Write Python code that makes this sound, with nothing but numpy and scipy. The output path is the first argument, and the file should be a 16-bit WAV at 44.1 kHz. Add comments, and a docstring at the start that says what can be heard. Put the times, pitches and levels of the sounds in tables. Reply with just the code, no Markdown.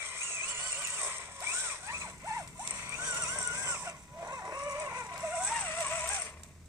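"""A small radio-controlled tracked vehicle sets off over dry gravel, about 3 m away, over a faint rumble.
At once two geared motors whine, plastic track links clatter, the hollow hull drums and grit crackles.
Soon the speed controller sings one steady note, pebbles ring the links and the first stone snaps.
The vehicle moves in short spurts, then makes its fastest run from 3 s. After 4 s it crawls up to 1 m,
its gears straining, and from about 6.2 s the motors wind down as it draws away."""
import sys
import numpy as np
from scipy import signal
from scipy.fft import rfft, irfft, next_fast_len
from scipy.io import wavfile
from scipy.ndimage import uniform_filter1d, map_coordinates

SR = 44100
rng = np.random.default_rng(int(sys.argv[2]) if len(sys.argv) > 2 else 0)


def int16_out(signal):
    """Quantize to a 16-bit WAV file."""
    q = np.round(np.clip(np.atleast_2d(signal).T, -1, 1) * 32767)
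    wavfile.write(sys.argv[1], SR, q.astype(np.int16))


N = 294588

# The path over the ground: time_s, distance_m, stoniness_db
ROUTE = [(0, 2.76, 0.5), (.85, 2.55, 1.5), (1.04, 3.27, 9), (1.28, 1.87, -4.5), (1.5, 1.93, 3),
         (1.63, 2.8, 5), (1.7, 2.15, 0.5), (2.0, 2.88, -2), (2.3, 2.85, -2), (2.7, 2.67, 0),
         (2.95, 2.57, -3), (3.1, 2.12, -1.5), (3.5, 2.23, -2), (3.72, 1.85, -3.5), (4.12, 1.93, -6),
         (4.55, 1, -7.5), (5.12, 1.13, -6), (5.45, 1.02, 1.5), (5.6, 1.055, -1), (5.95, 0.97, 1.5),
         (6.13, 1, 4.5), (6.28, 0.97, -0.5), (6.35, 1.5, -10), (6.68, 2.16, -5.5)]
# How the vehicle faces us; its high whine is strongest nose-on:
# time_s, left_delay_ms, whine_over_clatter_db, left_over_right_db
BEARING = [(0, 0.12, -8, 3.5), (.55, 0.11, -9, -1), (1.1, 0.12, -33, 1), (1.6, .14, -11, 0),
           (2.5, .18, -14, 1.5), (3.3, .16, -23, 1), (3.64, .18, -5.5, 1.5), (3.72, .18, -1.5, 0),
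           (3.78, 0.13, -15, -1.5), (3.95, 0.2, -18, -0.5), (5.2, .2, -21, 0.5), (5.7, -.12, -40, 1),
           (6.68, -0.077, -15, 2)]
# Spurts of throttle: on_s, off_s, tone_db, overtones_db, rattle_db
SPURTS = [(0, .46, -47.5, -39.5, -36), (.49, .94, -50, -37.5, -35.5), (1.0, 1.11, -45.5, -61, -31),
          (1.44, 1.71, -38.5, -39, -36), (1.89, 2.05, -37.5, -37, -38), (2.28, 2.39, -31, -41.5, -35.5),
          (2.65, 2.93, -45.5, -43.5, -37.5), (3.0, 3.3, -36.5, -43, -44.5), (3.32, 3.77, -35.5, -47, -45),
          (3.87, 3.9, -49.5, -44.5, -42.5), (4.19, 4.46, -38, -42, -50.5), (4.55, 5.02, -36.5, -42, -49),
          (5.13, 5.16, -48, -45, -44), (5.24, 5.44, -39, -49.5, -45), (5.48, 5.62, -42, -44, -40),
          (5.66, 6.17, -42.5, -45.5, -39.5)]
# Jolts over uneven ground: time_s, level_db
JOLTS = [(1.036, -55), (1.679, -66), (2.083, -65), (2.719, -60), (3.034, -66), (3.159, -67), (3.257, -67),
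         (3.379, -61.5), (3.569, -65), (3.706, -61), (3.879, -56.5), (4.27, -55), (4.496, -51),
         (4.839, -55), (4.999, -70), (5.176, -55.5), (5.47, -71), (5.829, -71)]
# The tone colour of the plastic links: pitch_hz, level_db
LINK_COLOUR = [(1500, -23.5), (3100, -15.5), (3600, -8.5), (4100, -18), (4700, -16), (5500, -7), (5900, -5),
               (6400, -4.5), (7400, -1), (7900, 4), (8230, -1), (8600, 0.5), (9200, -2.5), (10000, -12.5),
               (11000, -27.5), (15000, -37)]

TEETH, MESH_REF_HZ = 13, 1000  # teeth on a gear; "mesh" is how often teeth meet, here at normal speed
CLATTER_SLOPE_DB = 22.7  # growth for a tenfold speed
JOLT_S = 0.043  # half the length of a jolt


def amp(db):
    """Turn decibels into a gain."""
    return 10 ** (np.asarray(db) / 20)


def unit(x):
    """Scale a signal to an average (rms) level of 1."""
    return x / np.sqrt(np.mean(x ** 2) + 1e-20)


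def along(points, hz):
    """Read between (pitch_hz, value) points on a musical (log) scale."""
    pitches, values = np.transpose(points)
    return np.interp(np.log(hz + 1), np.log(pitches + 1), values)


def curves(rows):
    """One value per sample for each column after the time."""
    times, *columns = np.transpose(rows)
    return [np.interp(np.arange(N) / SR, times, column) for column in columns]


def wobble(rate):
    """A smooth random curve that takes rate new values a second."""
    return map_coordinates(rng.standard_normal(int(N * rate / SR) + 4), [np.arange(N) * rate / SR])


def swell(time_s, half_s):
    """A bell-shaped rise and fall of height 1 around time_s."""
    return np.exp(-np.minimum(((np.arange(N) / SR - time_s) / half_s) ** 2 / 2, 20))


def noise(width):
    """Stereo hiss at level 1; more width makes the two sides less alike."""
    return unit(rng.standard_normal(N) + width * rng.standard_normal((2, N)))


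def filtered(x, response):
    """Scale each frequency in x by the gain response(hz)."""
    size = next_fast_len(N + SR // 4)
    return irfft(rfft(x, size) * response(np.fft.rfftfreq(size, 1 / SR)), size)[..., :N]


def coloured(x, colour):
    """Ring x through a body with this tone colour; the result has level 1."""
    size = 2048
    cepstrum = irfft(np.log(amp(along(colour, np.fft.rfftfreq(size, 1 / SR)))))
    cepstrum[1:size // 2] *= 2  # folded so that the ringing never comes before the strike
    cepstrum[size // 2 + 1:] = 0
    ring = irfft(np.exp(rfft(cepstrum)))
    return unit(signal.fftconvolve(np.atleast_2d(x), ring[None], axes=1)[:, :N])


def turns(hz):
    """Count the cycles gone by at this rate."""
    return np.cumsum(hz) / SR


def ticks(hz):
    """The samples at which a cycle ends."""
    return np.flatnonzero(np.diff(np.floor(turns(hz))))


def knocks(rate, spread_db, life_s, width):
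    """Short noise bursts of uneven size and timing, about rate a second, at level 1."""
    at = ticks(rate * np.exp(.4 * wobble(90)))
    sizes = amp(spread_db * np.clip(rng.standard_normal(len(at)), -2, 2))
    energy = signal.lfilter([1], [1, -np.exp(-2 / (life_s * SR))], np.bincount(at, sizes ** 2, N))
    return unit(np.sqrt(energy / rate) * noise(width))


def mesh_rate():
    """How many gear teeth meet each second as the motors speed up and slow down."""
    # Motor speed, one list for each surge: time_s, mesh_hz
    surges = [
        [(0, 1187), (.12, 987), (.18, 1090), (.25, 1415), (.3, 1324), (.35, 1307), (.4, 1190), (.5, 1486),
         (.56, 1394), (.68, 1530), (.74, 1363), (.81, 1539), (.87, 1319), (.94, 1522), (1.02, 1088),
         (1.2, 1007), (1.33, 557)],
        [(1.41, 539.3), (1.455, 1105), (1.5, 1237), (1.55, 1414), (1.61, 1551), (1.67, 1406), (1.73, 1077),
         (1.82, 686.6)],
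        [(1.86, 787), (1.91, 944), (1.945, 1245), (2.01, 1345), (2.06, 860), (2.1, 568.4), (2.21, 380)],
        [(2.245, 618), (2.28, 940), (2.315, 852.6), (2.36, 986), (2.39, 832), (2.43, 551), (2.54, 405)],
        [(2.585, 617.6), (2.62, 941), (2.66, 1111), (2.72, 1066), (2.89, 1091), (2.94, 1219)],
        [(3.0, 1457), (3.06, 1596), (3.15, 1369), (3.2, 1513), (3.26, 1240), (3.31, 1482), (3.36, 1590),
         (3.43, 1468), (3.51, 1435), (3.6, 1622), (3.68, 1523), (3.74, 1375), (3.78, 1065), (3.88, 697.3),
         (3.95, 537.8), (4.08, 260)],
        [(4.19, 340.8), (4.24, 334.8), (4.29, 478), (4.33, 547.7), (4.38, 508), (4.42, 377), (4.47, 378.9),
         (4.52, 502.6), (4.57, 550.4), (4.62, 562.8), (4.68, 587.2), (4.73, 551.2), (4.82, 632.6),
         (4.92, 455.7), (4.98, 511.7), (5.06, 429.5), (5.14, 330.2)],
        [(5.19, 412.5), (5.24, 674.4), (5.29, 596.5), (5.335, 716.6), (5.38, 643.6), (5.41, 748), (5.45, 761),
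         (5.52, 921), (5.57, 940.7), (5.68, 642), (5.715, 625.5), (5.8, 688), (5.86, 533.4), (5.92, 644),
         (5.96, 687), (6.01, 602), (6.08, 687.8), (6.12, 832.7), (6.17, 782), (6.21, 651.5), (6.35, 394.2),
         (6.68, 129.9)],
    ]
    return curves([point for surge in surges for point in surge])[0]


def nearness():
    """Sound spreads out and weakens with distance; the gain is 1 at 1 m."""
    return 1 / np.maximum(curves(ROUTE)[0], .1)


def with_speed(slope_db):
    """A gain that grows by slope_db for a tenfold motor speed."""
    return amp(slope_db * np.log10(mesh_rate() / MESH_REF_HZ))


def held(rows, column, rise_db_per_s=162, fall_db_per_s=100):
    """A gain that rises to each row's level by on_s, holds it until off_s, then falls."""
    t = np.arange(N) / SR
    levels_db = [row[column] - rise_db_per_s * np.maximum(row[0] - t, 0)
                 - fall_db_per_s * np.maximum(t - row[1], 0) for row in rows]
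    return amp(np.max(levels_db, axis=0))


def strained(column):
    """Gain as the tracks bite and the gears sing out, or slip and the tone breaks."""
    # Bites and slips: time_s, tone_change_db, overtones_change_db
    bites = [(.87, -24, 0), (1.431, 3.5, -4), (1.471, -22, 5.5), (1.58, 5.5, 1), (1.681, 5.5, -23),
             (1.9, 4.5, 6.5), (2.05, 1, -14), (1.99, -4, -16), (2.316, 6, 6), (2.6, 21.5, 4),
             (2.628, 16, -5), (2.94, -3, 12), (3.251, 4, 1), (3.501, 3.5, -16), (3.68, 2, 10),
             (3.779, -7, 7), (3.879, 17.5, 7), (4.331, 6, 6), (4.68, 3.5, 1), (4.735, -1, -0.5),
             (4.8, -1, -8), (4.875, 3, 2.5), (4.975, 0, 3.5), (5.01, 4, 2), (5.25, 2.5, 5), (5.335, 4, 7),
             (5.42, 3, 4), (5.52, 7, -12), (5.565, 5, 1.5), (5.801, 6.5, -3), (5.865, -14, 4.5),
             (6.03, -1, -8), (6.085, -10, -8), (6.115, 4, 6.5), (6.16, 6.5, 0)]
    return amp(sum(row[column] * swell(row[0], half_s=.011) for row in bites))


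def clatter():
    """The gain of the tracks, which grow louder with speed and on stony ground."""
    return amp(-34.5 + curves(ROUTE)[1]) * with_speed(CLATTER_SLOPE_DB)


def motor(mesh_hz, tone_gain, overtone_gain, jitter, flutter_db, rasp_db, rasp, sway):
    """Teeth meet in a tone with rasping overtones, louder at the pitches where the housing rings."""
    # How well the gear housing gives off a tone: pitch_hz, gain_db
    housing = [(350, -30), (520, -19), (575, -5), (640, 2.5), (780, -3), (900, 1), (1000, 1.5), (1090, 3.5),
               (1250, -9), (1450, 3.5), (1650, -5.5), (1880, 2.5), (2130, -2.5), (2550, 7.5), (3000, -5.5),
               (3400, -11.5), (4300, -8.5), (5200, -24), (5900, -9), (6700, 16)]
    # Overtones of the gear tone: mesh_multiple, level_db
    overtones = [(2, 0), (3, -9), (4, -11), (5, -16)]
    labour = np.clip(MESH_REF_HZ / mesh_hz, .5, 1.3)  # slow, straining motors run less evenly
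    phase = 2 * np.pi * turns(mesh_hz * (1 + labour * jitter * wobble(220) + .003 * wobble(35)))
    phase += labour * sway * np.sin(phase / TEETH)  # an off-centre gear sways once a turn
    flutter = amp(labour * flutter_db * wobble(90))
    tone = amp(along(housing, mesh_hz)) * unit(flutter * np.sin(phase))
    bounce = np.clip(mesh_hz / 1200, .55, 1)  # faster teeth bounce more and break up the overtones
    rasping = np.zeros(N)
    for multiple, db in overtones:
        flicker = amp(bounce * rasp_db * np.tanh(wobble(110)))
        wave = np.sin(multiple * phase + bounce * rasp * wobble(260))
        rasping += amp(db + along(housing, multiple * mesh_hz)) * unit(flicker * wave)
    return tone_gain * tone + overtone_gain * rasping


def motors():
    """One motor drives each track; the far one is fainter and drifts off the near one's speed."""
    mesh_hz = mesh_rate()
    unload_db_per_s = 211  # the tones die as soon as the teeth stop pushing
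    tone_gain = held(SPURTS, column=2, fall_db_per_s=unload_db_per_s) * strained(column=1)
    overtone_gain = held(SPURTS, column=3, fall_db_per_s=unload_db_per_s) * strained(column=2)
    near = motor(mesh_hz, tone_gain, overtone_gain,
                 jitter=.003, flutter_db=1.8, rasp_db=5.5, rasp=.85, sway=.17)
    far = motor(mesh_hz * (1 + .04 * wobble(5)), tone_gain, overtone_gain,
                jitter=.006, flutter_db=2, rasp_db=5, rasp=.9, sway=.25)
    return amp(2) * near + amp(-11) * far


def tooth_strikes(mesh_hz, wear, jitter):
    """One click for each tooth; worn teeth repeat their loud and soft pattern every turn."""
    rate = mesh_hz * (1 + jitter * wobble(200))
    count, at = turns(rate), ticks(rate)
    late = (np.ceil(count[at]) - count[at]) * SR / rate[at]  # where a click falls between two samples
    # the pattern slowly changes as the gears shift on their shafts
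    pattern = unit(uniform_filter1d(rng.standard_normal((len(at) // TEETH + 1, TEETH)), size=8, axis=0))
    sizes = (1 + wear * pattern.ravel()[:len(at)]) / np.sqrt(rate[at])
    return unit(np.bincount(at, sizes * (1 - late), N) + np.bincount(at + 1, sizes * late, N))


def gearbox():
    """Teeth buzz and rattle in the plastic housing; at speed their high overtones whine roughly."""
    # The tone colour of the gearbox: pitch_hz, level_db
    gear_colour = [(700, -21), (1100, 2.5), (1400, 3), (1700, -4), (1950, 6.5), (2450, 5.5), (2800, -3.5),
                   (3300, -8.5), (4300, -17), (6000, -13.5), (12000, -79)]
    # The overtones that whine: mesh_multiple, level_db
    high_overtones = [(4, -8), (5, 0), (6, -4)]
    mesh_hz = mesh_rate()
    loaded = held(SPURTS, column=4) * with_speed(slope_db=2.6) * strained(column=2) ** 0.053
    coasting = amp(-46) * with_speed(CLATTER_SLOPE_DB)
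    rattle = coloured(knocks(mesh_hz / 4, spread_db=5.5, life_s=0.026, width=1.0), gear_colour)
    buzz = coloured(tooth_strikes(mesh_hz, wear=2.2, jitter=.003), gear_colour)
    phase = 2 * np.pi * turns(mesh_hz)
    overtones = sum(amp(db + 3 * wobble(120)) * np.sin(multiple * phase + 1.9 * wobble(520))
                    for multiple, db in high_overtones)
    whine_db = curves(BEARING)[1] - 3.5
    whine = clatter() * amp(whine_db) * coloured(overtones, LINK_COLOUR)
    return (loaded + coasting) * (amp(-5) * rattle + amp(-6.5) * buzz) + whine


def link_rings(at, sizes):
    """A struck link rings at each sample in at, with its own pitch and mix of notes."""
    # The notes a link rings with: pitch_hz, level_db, ring_s (time to fade by 60 dB)
    link_notes = [(5900, -10, .012), (7450, -12, .01), (8230, 0, .018), (8480, -6, .013), (9050, -11, .01)]
    t = np.arange(SR // 60) / SR
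    draws = rng.standard_normal((len(at), len(link_notes), 4, 1))
    rings = np.zeros((2, len(at), len(t)))
    for (hz, db, ring_s), (detune, extra_db, *phases) in zip(link_notes, draws.transpose(1, 2, 0, 3)):
        wave = np.sin(2 * np.pi * hz * (1 + .012 * detune) * t + np.pi * np.array(phases))
        rings += amp(db + extra_db - 60 * t / ring_s) * wave
    rise = 1 - np.exp(-t / .0004)
    where = (at[:, None] + np.arange(len(t))).ravel()
    return np.array([np.bincount(where, (sizes[:, None] * rise * ear).ravel(), N)[:N] for ear in rings])


def tracks():
    """Links slap the wheels and ping, more so on stony ground, over a steady scrape."""
    link_hz = mesh_rate() / 7
    grip = amp(1.6 * wobble(30))  # uneven ground grips and lets go
    slaps = coloured(knocks(link_hz, spread_db=4, life_s=.003, width=1.0), LINK_COLOUR)
    at = ticks(link_hz * np.exp(.5 * wobble(90)))
    sizes = amp(4.5 * np.clip(rng.standard_normal(N)[at], -2, 1.6))
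    stoniness_db = curves(ROUTE)[1]
    pings = amp(-7.5 + 0.15 * stoniness_db) * unit(link_rings(at, sizes))
    scrape = coloured(noise(width=0.97), LINK_COLOUR)
    return clatter() * grip * (amp(-8.5) * slaps + pings + amp(-7.5) * scrape)


def hull():
    """The hollow hull drums and buzzes with the gears as it rolls, and swells at each jolt."""
    # The tone colour of the hull: pitch_hz, level_db
    hull_colour = [(200, -29.5), (340, -12), (440, -1), (510, -3.5), (620, 7), (770, 0), (850, -2),
                   (1090, 9), (1250, -14), (1700, -4.5), (3500, -59.5)]
    jolts = sum(amp(db + 8.5) * swell(time_s, JOLT_S) for time_s, db in JOLTS)
    rolling = amp(-45) * with_speed(slope_db=23.5) * nearness() ** 0.98
    drumming = knocks(mesh_rate() / 9, spread_db=8.0, life_s=0.026, width=0.42)
    buzz = tooth_strikes(mesh_rate(), wear=3, jitter=0.0018)
    return (rolling + jolts) * coloured(drumming + buzz, hull_colour)


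def shell(x):
    """The plastic body rings at many close pitches, so gliding tones swell and break."""
    # How long the body rings: pitch_hz, ring_s (time to fade by 60 dB)
    ring_times = [(200, 0.11), (1000, 0.25), (2500, 0.05), (8000, 0.037)]
    # The ringing against the direct sound: pitch_hz, level_db
    ring_levels = [(400, 1), (700, -8), (1400, -7.5), (2200, -7), (4000, 5.5), (8000, 1)]
    hop = int(.3 * SR)  # every 0.3 s the body turns a new side to the ear
    ring = np.zeros((2, N + SR))
    padded = np.pad(x, ((0, 0), (hop, 2 * hop)))
    fade = np.sin(np.pi * np.arange(2 * hop) / (2 * hop))
    for start in range(0, N + hop, hop):
        hz, t, bands = signal.stft(rng.standard_normal((2, SR // 6)), SR, nperseg=256)
        decay = amp(-60 * t / along(ring_times, hz)[:, None])
        bands = bands * decay / np.linalg.norm(decay, axis=1, keepdims=True)
        tail = unit(signal.istft(bands, SR, nperseg=256)[1])
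        piece = padded[:, start:start + 2 * hop] * fade
        rung = signal.fftconvolve(piece, tail / np.sqrt(tail.shape[1]), axes=1)[:, :N + SR - start]
        ring[:, start:start + rung.shape[1]] += rung
    return amp(-2.0) * (x + filtered(ring[:, hop:], lambda hz: amp(along(ring_levels, hz))))


def outdoors():
    """A low rumble with a wavering hum, thin air noise and a breeze brushing the microphone."""
    # The background over time: time_s, rumble_db, hum_db
    levels = [(0, -66.5, -61), (.6, -60.5, -75), (1.3, -59, -57.5), (1.75, -64.5, -70), (1.95, -53.5, -54),
              (2.6, -52, -75), (3.33, -50, -57), (4.1, -54.5, -63.5), (5.85, -54, -57), (5.98, -53.5, -57),
              (6.05, -57, -48), (6.13, -60, -48), (6.22, -59.5, -62), (6.32, -56, -56), (6.39, -57.5, -47),
              (6.48, -53.5, -61), (6.57, -58, -53), (6.68, -56.5, -54)]
    # The tone colours of rumble, air and breeze: pitch_hz, level_db
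    rumble_colour = [(20, -34), (40, 2), (65, -1), (110, 3), (160, 6.5), (220, -0.5), (300, -5.5),
                     (450, -9.5), (900, -32)]
    air_colour = [(100, -6), (400, -3), (1000, -7), (2000, -5), (3000, -13), (8000, -6), (11000, -26),
                  (15000, -50)]
    breeze_colour = [(20, -16.5), (36, 1.0), (60, -17.0), (130, -14), (500, -76)]
    rumble_db, hum_db = curves(levels)
    phase = 2 * np.pi * turns(78 * (1 + 0.0597 * wobble(10)))
    hum = amp(hum_db + 0.5 + 1.3 * wobble(4.5)) * np.sin(phase)
    hum += amp(rumble_db - 8.5 + 1.9 * wobble(2.8)) * np.sin(2 * phase)
    rumble = amp(rumble_db - 1.5) * coloured(noise(width=0.94), rumble_colour)
    breeze = amp(-66 + 4 * wobble(4.07)) * coloured(noise(width=0.88), breeze_colour)
    air = amp(-66) * coloured(noise(width=1), air_colour)
    return rumble + hum + breeze + air


def gravel():
    """Fine grit crackles under the tracks; now and then a stone snaps against a link and crumbles."""
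    # The tone colour of grit: pitch_hz, level_db
    grit_colour = [(1000, -5), (3000, 0), (7000, -1), (10000, 4), (15000, -12)]
    # Stones that crack: start_s, link_ring_db, sharp_snap_db
    stones = [(0.82, -29, -53), (0.8714, -35, -49), (1.405, -25, -54), (1.5363, -30, -54),
              (2.476, -31, -60), (2.675, -18, -59), (3.147, -34, -51), (4.7117, -27, -61),
              (5.1791, -34, -53), (5.8046, -21, -50), (5.9098, -38, -59), (6.0736, -28, -47),
              (6.4338, -32, -60)]
    t = np.arange(SR // 20) / SR
    ring, snap = np.zeros((2, N + SR)), np.zeros((2, N + SR))
    for start_s, ring_db, snap_db in stones:
        crumbs = np.repeat(rng.exponential(size=len(t)), 40)[:len(t)]
        shape = .7 * np.exp(-t / .0015) + .2 * crumbs * np.exp(-t / .018)
        burst = rng.standard_normal((2, len(t))) * shape
        span = slice(round(start_s * SR), round(start_s * SR) + len(t))
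        ring[:, span] += amp(ring_db - 10) * burst
        snap[:, span] += amp(snap_db + 15.5) * burst
    rings = np.std(ring[:, :N]) * coloured(ring, LINK_COLOUR)
    snaps = np.std(snap[:, :N]) * coloured(snap, grit_colour)
    crackle = coloured(knocks(np.full(N, 160.), spread_db=5, life_s=.0006, width=.5), grit_colour)
    return rings + snaps + amp(-39) * (clatter() * nearness()) ** 0.72 * crackle


def controller():
    """At part throttle the current is chopped on and off, so the motor coils sing one steady note."""
    # Spells of part throttle: on_s, off_s, level_db
    part_throttle = [(.17, 1.1, -49), (1.41, 1.58, -46), (1.9, 2.06, -41), (2.29, 2.39, -43),
                     (2.61, 2.93, -42.5), (3.09, 3.85, -42.5), (4.14, 4.7, -43), (4.72, 5.54, -43),
                     (5.82, 6.05, -42.5)]
    chop_hz = 990.5
    note = np.sin(2 * np.pi * chop_hz * np.arange(N) / SR)
    return held(part_throttle, column=2) * amp(-1.0 + 3.6 * wobble(30)) * note


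def pebbles():
    """Pebbles strike the links and ring them hard."""
    # Pebble strikes: start_s, level_db
    strikes = [(.297, -26), (.674, -29), (.720, -23.5), (.728, -20), (.850, -28), (.904, -26), (.947, -38),
               (1.016, -28), (1.048, -24), (1.182, -24.5), (1.441, -29), (1.546, -24), (1.602, -25),
               (1.679, -31), (2.708, -19), (2.893, -29), (2.941, -33), (3.109, -21), (3.222, -23),
               (3.236, -22.5), (3.387, -20), (3.428, -20.5), (3.474, -19), (4.799, -28.5), (5.866, -23.5),
               (6.09, -20), (6.134, -22), (6.159, -29), (6.183, -37), (6.198, -23), (6.212, -33),
               (6.219, -21)]
    start_s, level_db = np.transpose(strikes)
    return link_rings(np.round(start_s * SR).astype(int), amp(level_db + 1))


def placed(x):
    """The vehicle's direction makes its sound later or softer in one ear than in the other."""
    lag_ms, _, pan_db = curves(BEARING)
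    lag = lag_ms * SR / 1000
    return np.array([amp(-side * pan_db / 2) * map_coordinates(ear, [np.arange(N) + side * lag / 2])
                     for ear, side in zip(x, (-1, 1))])


def scene():
    """The moving vehicle in open country; each jolt shakes its gears and tracks harder."""
    shaken = amp(2 * sum(swell(time_s, JOLT_S) for time_s, _ in JOLTS))
    drive = motors() + shaken * (gearbox() + tracks())
    body = shell(nearness() * drive + hull())
    return placed(body + nearness() * controller() + gravel() + pebbles()) + outdoors()


def record(dry):
    """Two close microphone openings hear the bass nearly alike, but each has its own tone colour."""
    # How the two openings differ: pitch_hz, left_over_right_db
    balance = [(400, 0), (700, -1.5), (1000, 0), (1450, 6.5), (2100, 13.5), (2500, 8.5), (3000, -5.5),
               (3500, -2), (4300, -4), (5550, -7), (6100, -3.5), (7500, -9.5), (8500, 8.5), (11000, -4)]
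    # Stereo width: pitch_hz, side_db
    width = [(600, -7), (1000, -10.5), (1600, 0)]
    top_hz = 15600

    def openings(hz):
        """Left and right gains with a steady total power, and silence above top_hz."""
        gains = amp(along(balance, hz) * np.array([[.5], [-.5]]))
        return gains / np.sqrt(np.mean(gains ** 2, axis=0)) * (hz < top_hz)
    mid = dry.mean(axis=0)
    side = filtered(dry - mid, lambda hz: amp(along(width, hz)))
    return filtered(mid + side, openings)


dry = scene()
out = record(dry)
int16_out(out)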